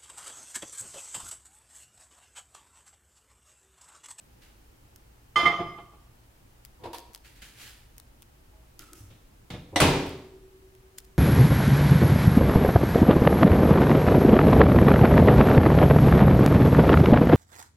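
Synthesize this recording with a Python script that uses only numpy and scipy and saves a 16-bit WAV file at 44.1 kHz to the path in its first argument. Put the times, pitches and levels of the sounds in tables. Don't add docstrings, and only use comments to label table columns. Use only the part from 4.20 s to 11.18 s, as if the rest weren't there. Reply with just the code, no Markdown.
import sys
import numpy as np
from scipy import signal
from scipy.fft import rfft, irfft, next_fast_len
from scipy.io import wavfile
from scipy.ndimage import uniform_filter1d

SR = 44100
rng = np.random.default_rng(int(sys.argv[2]) if len(sys.argv) > 2 else 0)


def wrap_up_sound(samples):
    columns = np.atleast_2d(samples).T
    tamed = np.clip(columns, -1, 1)
    steps = np.round(tamed * 32767).astype(np.int16)
    wavfile.write(sys.argv[1], SR, steps)


def nominal_scale(level):
    x = np.asarray(level, float) / 20
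    return 10 ** x


N = 307818


def evened(x):
    return x / np.sqrt(np.mean(x ** 2) + 1e-20)


def read(points, hz):
    f, value = np.transpose(points)
    return np.interp(np.log(hz + 1), np.log(f + 1), value)


def add(mix, start_s, sound):
    part = mix[:, round(start_s * SR):][:, :sound.shape[1]]
    part += sound[:, :part.shape[1]]


def panned(x, db):
    return x * nominal_scale(np.array([db / 2, -db / 2])).reshape(2, -1)


def noise(size, gain, side=None):
    # pitch_hz, side_minus_mid_db
    port_side = [(60, -36.5), (110, -34), (200, -37), (380, -18.5), (700, -10.5), (1290, -6), (2380, -5),
                 (4400, -2.5), (8120, -0.5), (15000, -3.5)]
    hz = np.fft.rfftfreq(size, 1 / SR)
    mid, unlike = rfft(rng.standard_normal((2, size))) * gain(hz)
    unlike = unlike * nominal_scale(read(port_side if side is None else side, hz))
    return evened(irfft(np.array([mid + unlike, mid - unlike]), size))


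def resonate(x, hz, width_hz):
    turn = np.exp(2j * np.pi * np.cumsum(hz * np.ones(x.shape[-1])) / SR)
    r = np.exp(-np.pi * width_hz / SR)
    return 2 * (turn * signal.lfilter([1 - r], [1, -r], x / turn)).real


def ring(modes, rise_s, pans_db=0., rough=.0, size=SR):
    hz, db, t60 = np.transpose(modes)[:, :, None]
    t = np.arange(size) / SR
    a, b = uniform_filter1d(rng.standard_normal((2, len(modes), 640)), size=3)
    step = (t * 330).astype(int)
    looseness = rough * (1 - np.exp(-t / .06))
    waver = uniform_filter1d(1 + looseness * (a[:, step] + 1j * b[:, step]), size=130)
    sines = (waver * np.exp(2j * np.pi * hz * t)).imag
    lines = nominal_scale(db - 60 * t / t60) * sines * (1 - np.exp(-t / rise_s))
    return nominal_scale(np.outer([.5, -.5], pans_db * np.ones(len(modes)))) @ lines


def knocks(rows, colour_db):
    out = np.zeros((2, N))
    t = np.arange(2 ** 15) / SR
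    for start_s, db, rise, t60, tilt_db in rows:
        def gain(hz):
            octaves = np.log2(np.clip(hz, 60, None) / 700)
            return nominal_scale(colour_db(hz) + tilt_db * octaves)

        swell = np.sin(np.pi / 2 * np.clip(t / rise, 0, 1))
        fade = nominal_scale(db - 60 * np.maximum(t - rise, 0) / t60)
        add(out, start_s, noise(len(t), gain) * swell * fade)
    return out


def floor():
    # pitch_hz, level_db per Hz
    room_colour = [(8.8, -40), (15, -2.5), (54, -4.5), (124, -14.5), (147, -18), (335, -16.5), (377, -21),
                   (677, -26), (831, -24), (1050, -28), (2320, -32), (3110, -32.5), (3390, -35),
                   (15500, -37.5), (16500, -40)]
    # pitch_hz, side_minus_mid_db
    room_side = [(60, -22), (110, -9.5), (200, -6.5), (380, -1), (700, 1), (1290, 2.5), (2380, 1),
                 (4400, -0.5), (8120, -1.5), (15000, -2.5)]
    # pitch_hz, width_hz, level_db
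    fridge = [(53, 10, -61.5), (116, 9.8, -66)]
    size, floor_db = next_fast_len(N), -56.5
    drift = nominal_scale(1.52 * evened(uniform_filter1d(rng.standard_normal(size), 3000)))
    rumble = noise(size, lambda hz: nominal_scale(read(room_colour, hz)) * (hz < 400), room_side)
    hiss = noise(size, lambda hz: nominal_scale(read(room_colour, hz)) * (hz >= 400), room_side)
    out = rumble * drift * nominal_scale(floor_db - 3.5) + hiss * nominal_scale(floor_db - 6.5)
    for hz, width, db in fridge:
        out = out + nominal_scale(db) * evened(resonate(rng.standard_normal(size), hz, width))
    return out[:, :N]


def rubs():
    # start_s, level_db, rise_s, brightness_db, left_right_db
    strokes = [(.212, -59, 0.0093, 2.5, -1.5), (3.036, -56, 0.014, 3, -1.5),
               (3.145, -59.5, .015, 2.5, -2.2), (3.214, -49, .008, 3, -1.1), (3.335, -48.5, 0.07, 3.5, -.7),
               (4.588, -54, 0.01, 5, -2), (4.73, -58, 0.027, 8, -2), (5.855, -50.5, 0.0055, 1, -1.1)]
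    # start_s, level_db, rise_s, t60_s, brightness_db per octave
    catches = [
        (3.047, -57, 0.0041, .1, -7),
        (3.2205, -43.5, 0.0046, 0.065, -7.5),
    ]
    # pitch_hz, level_db per Hz
    skin_colour = [(290, -9), (500, -6), (640, -13), (880, -7), (960, -12), (1690, -1), (3200, -1.5),
                   (3440, -3.5), (11100, -8), (16000, -13)]
    from_db, hold, t60_s = -18, 0.94, 0.56
    out = knocks(catches, lambda hz: read(skin_colour, hz) - 20 * (hz < 1300))
    t = np.arange(SR // 2) / SR
    for start_s, db, rise, tilt_db, pan_db in strokes:
        dull = noise(len(t), lambda hz: nominal_scale(read(skin_colour, hz)) * (hz < 5000))
        bright = noise(len(t), lambda hz: nominal_scale(read(skin_colour, hz)) * (hz >= 5000))
        grain = nominal_scale(1.3 * evened(uniform_filter1d(rng.standard_normal(len(t)), 120)))
        swell_db = from_db * np.maximum(1 - t / rise, 0)
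        fade_db = -60 * np.maximum(t - rise * (1 + hold), 0) / t60_s
        skin = nominal_scale(1.5 - tilt_db) * dull + nominal_scale(-7.0 + tilt_db) * bright
        add(out, start_s, panned(skin * grain * nominal_scale(db + swell_db + fade_db), pan_db))
    return out


def ticks():
    # start_s, peak_db, pitch_hz, t60_s, left_right_db
    taps = [(0.7603, -36, 9600, 0.025, -2), (2.4503, -34.5, 9300, 0.043, 7), (2.4577, -44, 3220, 0.03, 6),
            (2.7315, -36, 7980, .03, 0), (2.7805, -44, 11000, .02, 0), (2.8025, -43, 8000, .03, 3),
            (2.7839, -31, 4050, 0.033, 5), (2.7928, -38, 6000, 0.03, 5), (2.9341, -41, 9200, 0.03, 0),
            (2.9414, -42, 8800, .03, 1), (2.9768, -47, 6000, .03, 2), (2.9485, -28, 5070, 0.028, 0),
            (2.9594, -36.5, 3070, 0.04, 2), (3.2201, -42, 1943, 0.03, -5), (3.7668, -55, 2020, 0.03, -8),
            (3.7812, -33, 9400, 0.041, 3), (3.7997, -36.5, 4120, 0.047, 5), (4.0216, -36, 9260, 0.041, 3.5),
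            (4.028, -42.5, 2600, .035, 2.5), (4.593, -30, 5850, 0.04, 0), (4.6212, -44, 2130, 0.03, 0.0),
            (4.7326, -30.5, 6540, 0.035, 0), (5.8677, -38, 9000, 0.04, -4), (5.893, -35, 11500, 0.03, -1),
            (6.5512, -47.5, 3430, 0.031, 1.5)]
    # start_s, peak_db, pitch_hz, t60_s, left_right_db
    key_press = [(6.7782, -44.5, 4980, .02, 1), (6.7827, -30, 8500, .015, 7), (6.7844, -36, 5000, .014, -1),
                 (6.7852, -26, 9650, 0.014, -1), (6.7888, -36.5, 7000, 0.033, 2),
                 (6.7925, -46, 9000, .02, 0), (6.796, -46, 5000, .02, 0), (6.801, -47, 6000, .02, 0),
                 (6.803, -42, 5000, .03, 3), (6.846, -49, 5000, .02, -2), (6.8505, -45, 3600, .03, -3)]
    out = np.zeros((2, N))
    t = np.arange(4096) / SR
    for start_s, db, hz, t60, pan_db in np.vstack([taps, key_press]):
        def gain(f):
            hump = 1 / (1 + (np.log2((f + 1) / hz) / 3.0) ** 4)
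            return hump * f ** 2 / (f ** 2 + 700. ** 2)

        crack = np.sin(2 * np.pi * hz * t) * np.exp(-t * hz / 1.3) * (1 - np.exp(-t * hz / .4))
        fade = nominal_scale(-4.5 - 60 * t / .007) + nominal_scale(-21.5 - 60 * t / t60)
        tick = nominal_scale(0.5) * crack + noise(len(t), gain) * fade
        add(out, start_s, panned(tick * nominal_scale(db), pan_db))
    return out


def plate_and_glass():
    # pitch_hz, first_blow_db, second_blow_db, t60_s, left_right_db
    plate_modes = [(1110, -31, -33, 0.62, -2.5), (1133, -38.5, -32, 0.87, -3),
                   (1201, -17.5, -21, 0.62, -4.5), (1213, -26.5, -21, 0.45, -4), (1264, -36, -25, 0.31, -1),
                   (1510, -39.5, -43, 0.64, -5), (1722, -38.5, -46.5, 0.31, 0), (1910, -43, -29, 0.27, -5),
                   (2070, -23.5, -28, 0.6, -7.5), (2088, -29, -14.5, 0.24, -7), (2226, -43, -31, 0.21, -5),
                   (3068, -35.5, -36, 0.59, -9.5), (3080, -27, -29.5, 0.32, -5.5),
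                   (3104, -29.5, -29.5, 0.46, -3.5)]
    # pitch_hz, first_blow_db, t60_s, left_right_db
    glass_modes = [(3490, -39.5, 0.51, -3), (4250, -39, .2, -.6), (4934, -42.5, .49, -3.5),
                   (5044, -41.5, .62, -3.5), (5631, -46, .6, -3.5), (6434, -44.5, .58, 1.4),
                   (6785, -48, .27, -.6), (8075, -49, .44, -3), (8690, -57.5, .51, 3.5),
                   (9900, -56, .51, 2.1), (10600, -62, 0.55, 2.1), (11820, -61.5, .51, -1.5),
                   (13400, -61, 0.5, 0), (14980, -60, .45, -1.5),
                   (7047, -54, .6, -2), (7200, -58, .5, -2), (9780, -60, .5, 0), (11080, -63, .6, 0),
                 (12750, -62, .6, 0), (13520, -64, .6, 0), (13900, -66, .7, 0)]
    blows = [
        1.158,
        1.2545,
    ]
    hz, db, t60, pans = np.array(glass_modes).T
    glass = np.column_stack([hz, db, db - 4.5, t60, pans])
    hz, first_db, second_db, t60, pans = np.vstack([plate_modes, glass]).T
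    since = np.arange(N) / SR - blows[1]
    out = np.zeros((2, N))
    add(out, blows[0], ring(np.transpose([hz, first_db, t60]), 0.0019, pans, rough=.35, size=30000))
    out *= nominal_scale(-7. * np.clip(since / .01, 0, 1))
    add(out, blows[1], ring(np.transpose([hz, second_db, t60 * 1.1]), 0.0034, pans, rough=.6, size=30000))
    return out * nominal_scale(-7. * np.clip((since - .022) / .03, 0, 1))


def box_db(hz):
    # pitch_hz, width_hz, level_db
    box_modes = [(75, 20, -9), (130, 30, -12), (169, 48, -6), (337.7, 81, -0.5), (460, 80, -5.5),
                 (558.7, 40, -6), (688, 58, 1), (834.5, 61, -0.5), (1013.5, 76, -4.5), (1350, 150, -8),
                 (1714, 170, -14), (2350, 171.5, -14), (2650, 200, -18), (3265, 700, -16),
                 (4400, 470, -26.5)]
    power = nominal_scale(-140.)
    for f, width, db in box_modes:
        power = power + nominal_scale(2 * db) / (1 + (2 * (hz - f) / width) ** 2) ** 2
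    return 10 * np.log10(power)


def rocking():
    # start_s, level_db, rise_s, t60_s, brightness_db per octave
    thuds = [(1.158, -28, 0.0094, 0.41, 1.5), (1.196, -29.5, 0.0039, 0.21, 3.5),
             (1.224, -30, 0.0097, 0.16, -2.5), (1.255, -24.5, 0.0052, 0.31, 0),
             (1.385, -31, 0.021, 0.18, -3), (1.458, -45.5, 0.0067, 0.39, -3.5),
             (1.573, -45.5, .018, 0.14, -1.3), (1.731, -54, 0.012, 0.11, -2.5)]
    # start_s, level_db
    drums = [
        (1.268, -29),
        (1.388, -29),
        (1.575, -50),
    ]
    # pitch_hz, level_db, t60_s
    oven_floor = [(175, -16, .2), (345, -4, .3), (470, -9, .2), (688, 0, .22), (845, -4, .22)]
    out = panned(knocks(thuds, box_db), -1.7)
    for start_s, db in drums:
        add(out, start_s, nominal_scale(db) * ring(oven_floor, .012, -1.5, rough=.6, size=12000))
    return out


def kitchen(x):
    # pitch_hz, t60_s
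    room_decay = [(100, 0.77), (500, 0.67), (2000, 0.61), (5000, 0.62), (12000, 0.36)]
    hz, t, z = signal.stft(noise(SR, lambda f: 1. + 0 * f), SR, nperseg=256)
    fade = nominal_scale(-60 * t / read(room_decay, hz)[:, None])
    tail = signal.istft(z * fade, SR, nperseg=256)[1]
    tail *= np.clip(np.arange(tail.shape[1]) / SR / 0.0082, 0, 1)
    return signal.fftconvolve(x.mean(0)[None], tail / np.linalg.norm(tail[0]), axes=1)[:, :N]


def hand_on_door():
    # start_s, level_db, rise_s, t60_s, brightness_db per octave
    grabs = [(2.6, -50.5, 0.032, 0.23, -3), (2.635, -38.5, 0.0063, 0.12, 1), (2.653, -37, 0.0064, 0.1, 0.5),
             (2.674, -41, 0.0043, 0.15, -3.5), (2.731, -41, 0.003, 0.12, 4.5),
             (2.743, -40, 0.003, 0.14, 5.5), (5.524, -39, .016, 0.14, -6)]
    # pitch_hz, level_db per Hz
    grab_colour = [(59, -35), (100, 5), (197, -14), (315, 3), (513, 2), (583, -2), (1010, -2),
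                   (1420, -16.5), (1910, -16.5), (4380, -22.5), (6990, -36), (11200, -35.5), (16000, -48)]
    # start_s, level_db, t60_s
    knuckles = [(2.594, -57, .08), (2.652, -35, .09), (2.734, -35.5, .08), (2.748, -41.5, .1),
                (2.865, -54, .1)]
    # pitch_hz, level_db, t60_s
    sway = [(78, -41, 0.31), (100.3, -41, 0.26), (292, -46, 0.12)]
    out = knocks(grabs, lambda hz: read(grab_colour, hz))
    for start_s, db, t60 in knuckles:
        add(out, start_s, ring([(951, db, t60)], 0.002, rough=.5, size=9000))
    add(out, 4.805, ring(sway, 0.0066))
    return out


def hinge():
    # pitch_hz, level_db, t60_s
    pin_chirp = [(844, -53.5, .12), (640, -61, .2)]
    # start_s, squeak_db, leaf_hum_db
    jerk_rows = [(4.592, -57, -53), (4.62, -56, -58), (4.685, -59, -52), (4.725, -59, -56.5),
                 (4.78, -65, -60)]
    jerk_rise_s, jerk_t60_s, slips_per_s = 0.0041, 0.21, 900
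    t = np.arange(SR // 2) / SR
    start_s, squeak_db, hum_db = np.transpose(jerk_rows)[:, :, None]
    since = np.maximum(t + start_s[0] - start_s, 0)
    jerks = (1 - np.exp(-since / jerk_rise_s)) * nominal_scale(-60 * since / jerk_t60_s)
    slips = (rng.random(len(t)) < slips_per_s / SR) * rng.standard_normal(len(t))
    pitch_hz = 1287 + 120 * np.exp(-t / .045)
    squeak = evened(resonate(resonate(slips, pitch_hz, 150.), pitch_hz, 300.))
    hum = evened(resonate(resonate(slips, 314.0, 50.), 314.0, 200.))
    creak = squeak * (nominal_scale(squeak_db) * jerks).sum(0) + hum * (nominal_scale(hum_db) * jerks).sum(0)
    out = np.zeros((2, N))
    add(out, 4.332, ring(pin_chirp, .008, rough=.6))
    add(out, jerk_rows[0][0], panned(creak, .1))
    return out


def latch_hooks():
    # start_s, level_db, rise_s, t60_s, brightness_db per octave
    touches = [(5.302, -37.5, 0.0022, .16, 2), (5.325, -36, 0.015, 0.27, -.5),
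               (4.9, -55, 0.0085, 0.35, 1.5)]
    # pitch_hz, level_db per Hz
    touch_colour = [(24, -39), (40, -3), (140, -1), (337, -13.5), (600, -16.5), (680, -19), (965, -22.5),
                    (1680, -26.5), (3380, -24.5), (3650, -23), (4680, -35.5), (5870, -38), (16000, -56)]
    # pitch_hz, level_db, t60_s
    chink = [(2150, -44, .05), (2600, -48, .05), (3700, -53, .25), (3300, -56.5, .2)]
    # pitch_hz, level_db, t60_s
    spring = [(3620, -60, .35), (494, -53, 0.7), (297, -46, 0.55), (81, -33.5, 0.33), (143, -41, 0.32)]
    # start_s, level_db, rise_s, t60_s, brightness_db per octave
    snaps = [(5.559, -19, 0.0016, 0.16, 0.5)]
    # pitch_hz, level_db per Hz
    hook_colour = [(59, -50), (100, -33), (289, -5.5), (442, -9), (691, -1), (1360, -18.5), (2040, -9),
                   (2580, -21.5), (3780, -11), (4980, -27.5), (5650, -16.5), (6990, -31.5), (7770, -23.5),
                   (12700, -37), (16000, -65)]
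    # pitch_hz, level_db, t60_s
    hook_modes = [(95, -30, .12), (305.4, -20, 0.12), (596, -22.5, 0.11), (720, -23, 0.1),
                  (1995, -21, 0.081), (2850, -23, 0.042), (3908, -38, .09), (5660, -36, .11),
                  (7740, -50, .1), (9050, -40, 0.082), (11000, -58, .075)]
    out = knocks(touches, lambda hz: read(touch_colour, hz))
    out += knocks(snaps, lambda hz: read(hook_colour, hz))
    add(out, 5.3025, ring(chink, .0006, rough=1.2, size=9000))
    add(out, 5.303, ring(spring, 0.014, rough=1.2))
    add(out, 5.56, ring(hook_modes, 0.00059, rough=0.65))
    return out


def door_shuts():
    # start_s, level_db, rise_s, t60_s, brightness_db per octave
    cracks = [
        (5.601, -15.5, 0.0023, 0.13, 0),
        (5.617, -20.5, 0.00139, 0.06, -0.5),
    ]
    # pitch_hz, level_db per Hz
    crack_colour = [(240, -43), (400, -15.5), (572, -2.5), (806, -13.5), (1150, -7), (1900, -14),
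                    (2080, -10), (3220, -14), (4830, -18), (5300, -22), (10000, -18.5), (15500, -36),
                    (16500, -48)]
    # start_s, level_db, rise_s, t60_s, brightness_db per octave
    booms = [(5.606, -16.5, 0.021, 0.58, -0.59)]
    # pitch_hz, level_db per Hz
    boom_colour = [(15, -50), (28, -13.5), (48, -19), (80, -12), (149, -8.5), (229, -11.5), (277, -5.5),
                   (335, -12), (384, -7), (489, -11), (754, -15.5), (911, -14), (1290, -21), (3080, -21.5),
                   (16000, -47)]
    # pitch_hz, level_db, t60_s
    panels = [(104, -28, 0.35), (252.4, -45, 1.5), (293.5, -21.5, 0.5), (310.6, -37.5, 1.3), (267, -29, .3),
              (372.7, -28.5, 0.49), (602, -29.5, 0.38), (424, -40, 1.18), (494, -27, 0.46),
              (693, -34.5, 0.69), (778, -41, 0.65)]
    # pitch_hz, level_db, t60_s
    air_thump = [(81.4, -13.5, .26), (110, -18, .22), (155.8, -20, 0.34)]
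    # pitch_hz, level_db, t60_s
    rebound = [(140.6, -18, 0.14), (273, -21, .15)]
    out = knocks(cracks, lambda hz: read(crack_colour, hz))
    out += knocks(booms, lambda hz: read(boom_colour, hz))
    add(out, 5.603, ring(panels, 0.0061, rough=0.66))
    add(out, 5.612, ring(air_thump, 0.0076, rough=.15))
    add(out, 5.646, ring(rebound, 0.0026, rough=.2, size=9000))
    return out


def rack_ring():
    # pitch_hz, level_db, t60_s
    beating_pair = [(372, -47.5, 3.9), (381.85, -43.5, 3.9)]
    return ring(beating_pair, .03, size=3 * SR // 2)


def scene():
    room, skin, nails = floor(), rubs(), ticks()
    plate = plate_and_glass() + rocking()
    leaf = hand_on_door() + hinge() + latch_hooks() + door_shuts()
    wet = nominal_scale(-5.5) * leaf + nominal_scale(-9.5) * skin + nominal_scale(-18.5) * nails
    out = plate + leaf + nails + skin + room
    out += kitchen(wet) + panned(kitchen(nominal_scale(-7.5) * plate), -2.5)
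    add(out, 5.643, rack_ring())
    return out


def roll_off(x):
    return signal.sosfilt(signal.butter(12, 16990, fs=SR, output="sos"), x)


def record(dry):
    edge = signal.firwin(511, 16080, window=("kaiser", 9), fs=SR)
    return roll_off(signal.oaconvolve(dry, edge[None], "same"))


dry = scene()
out = record(dry)
wrap_up_sound(out)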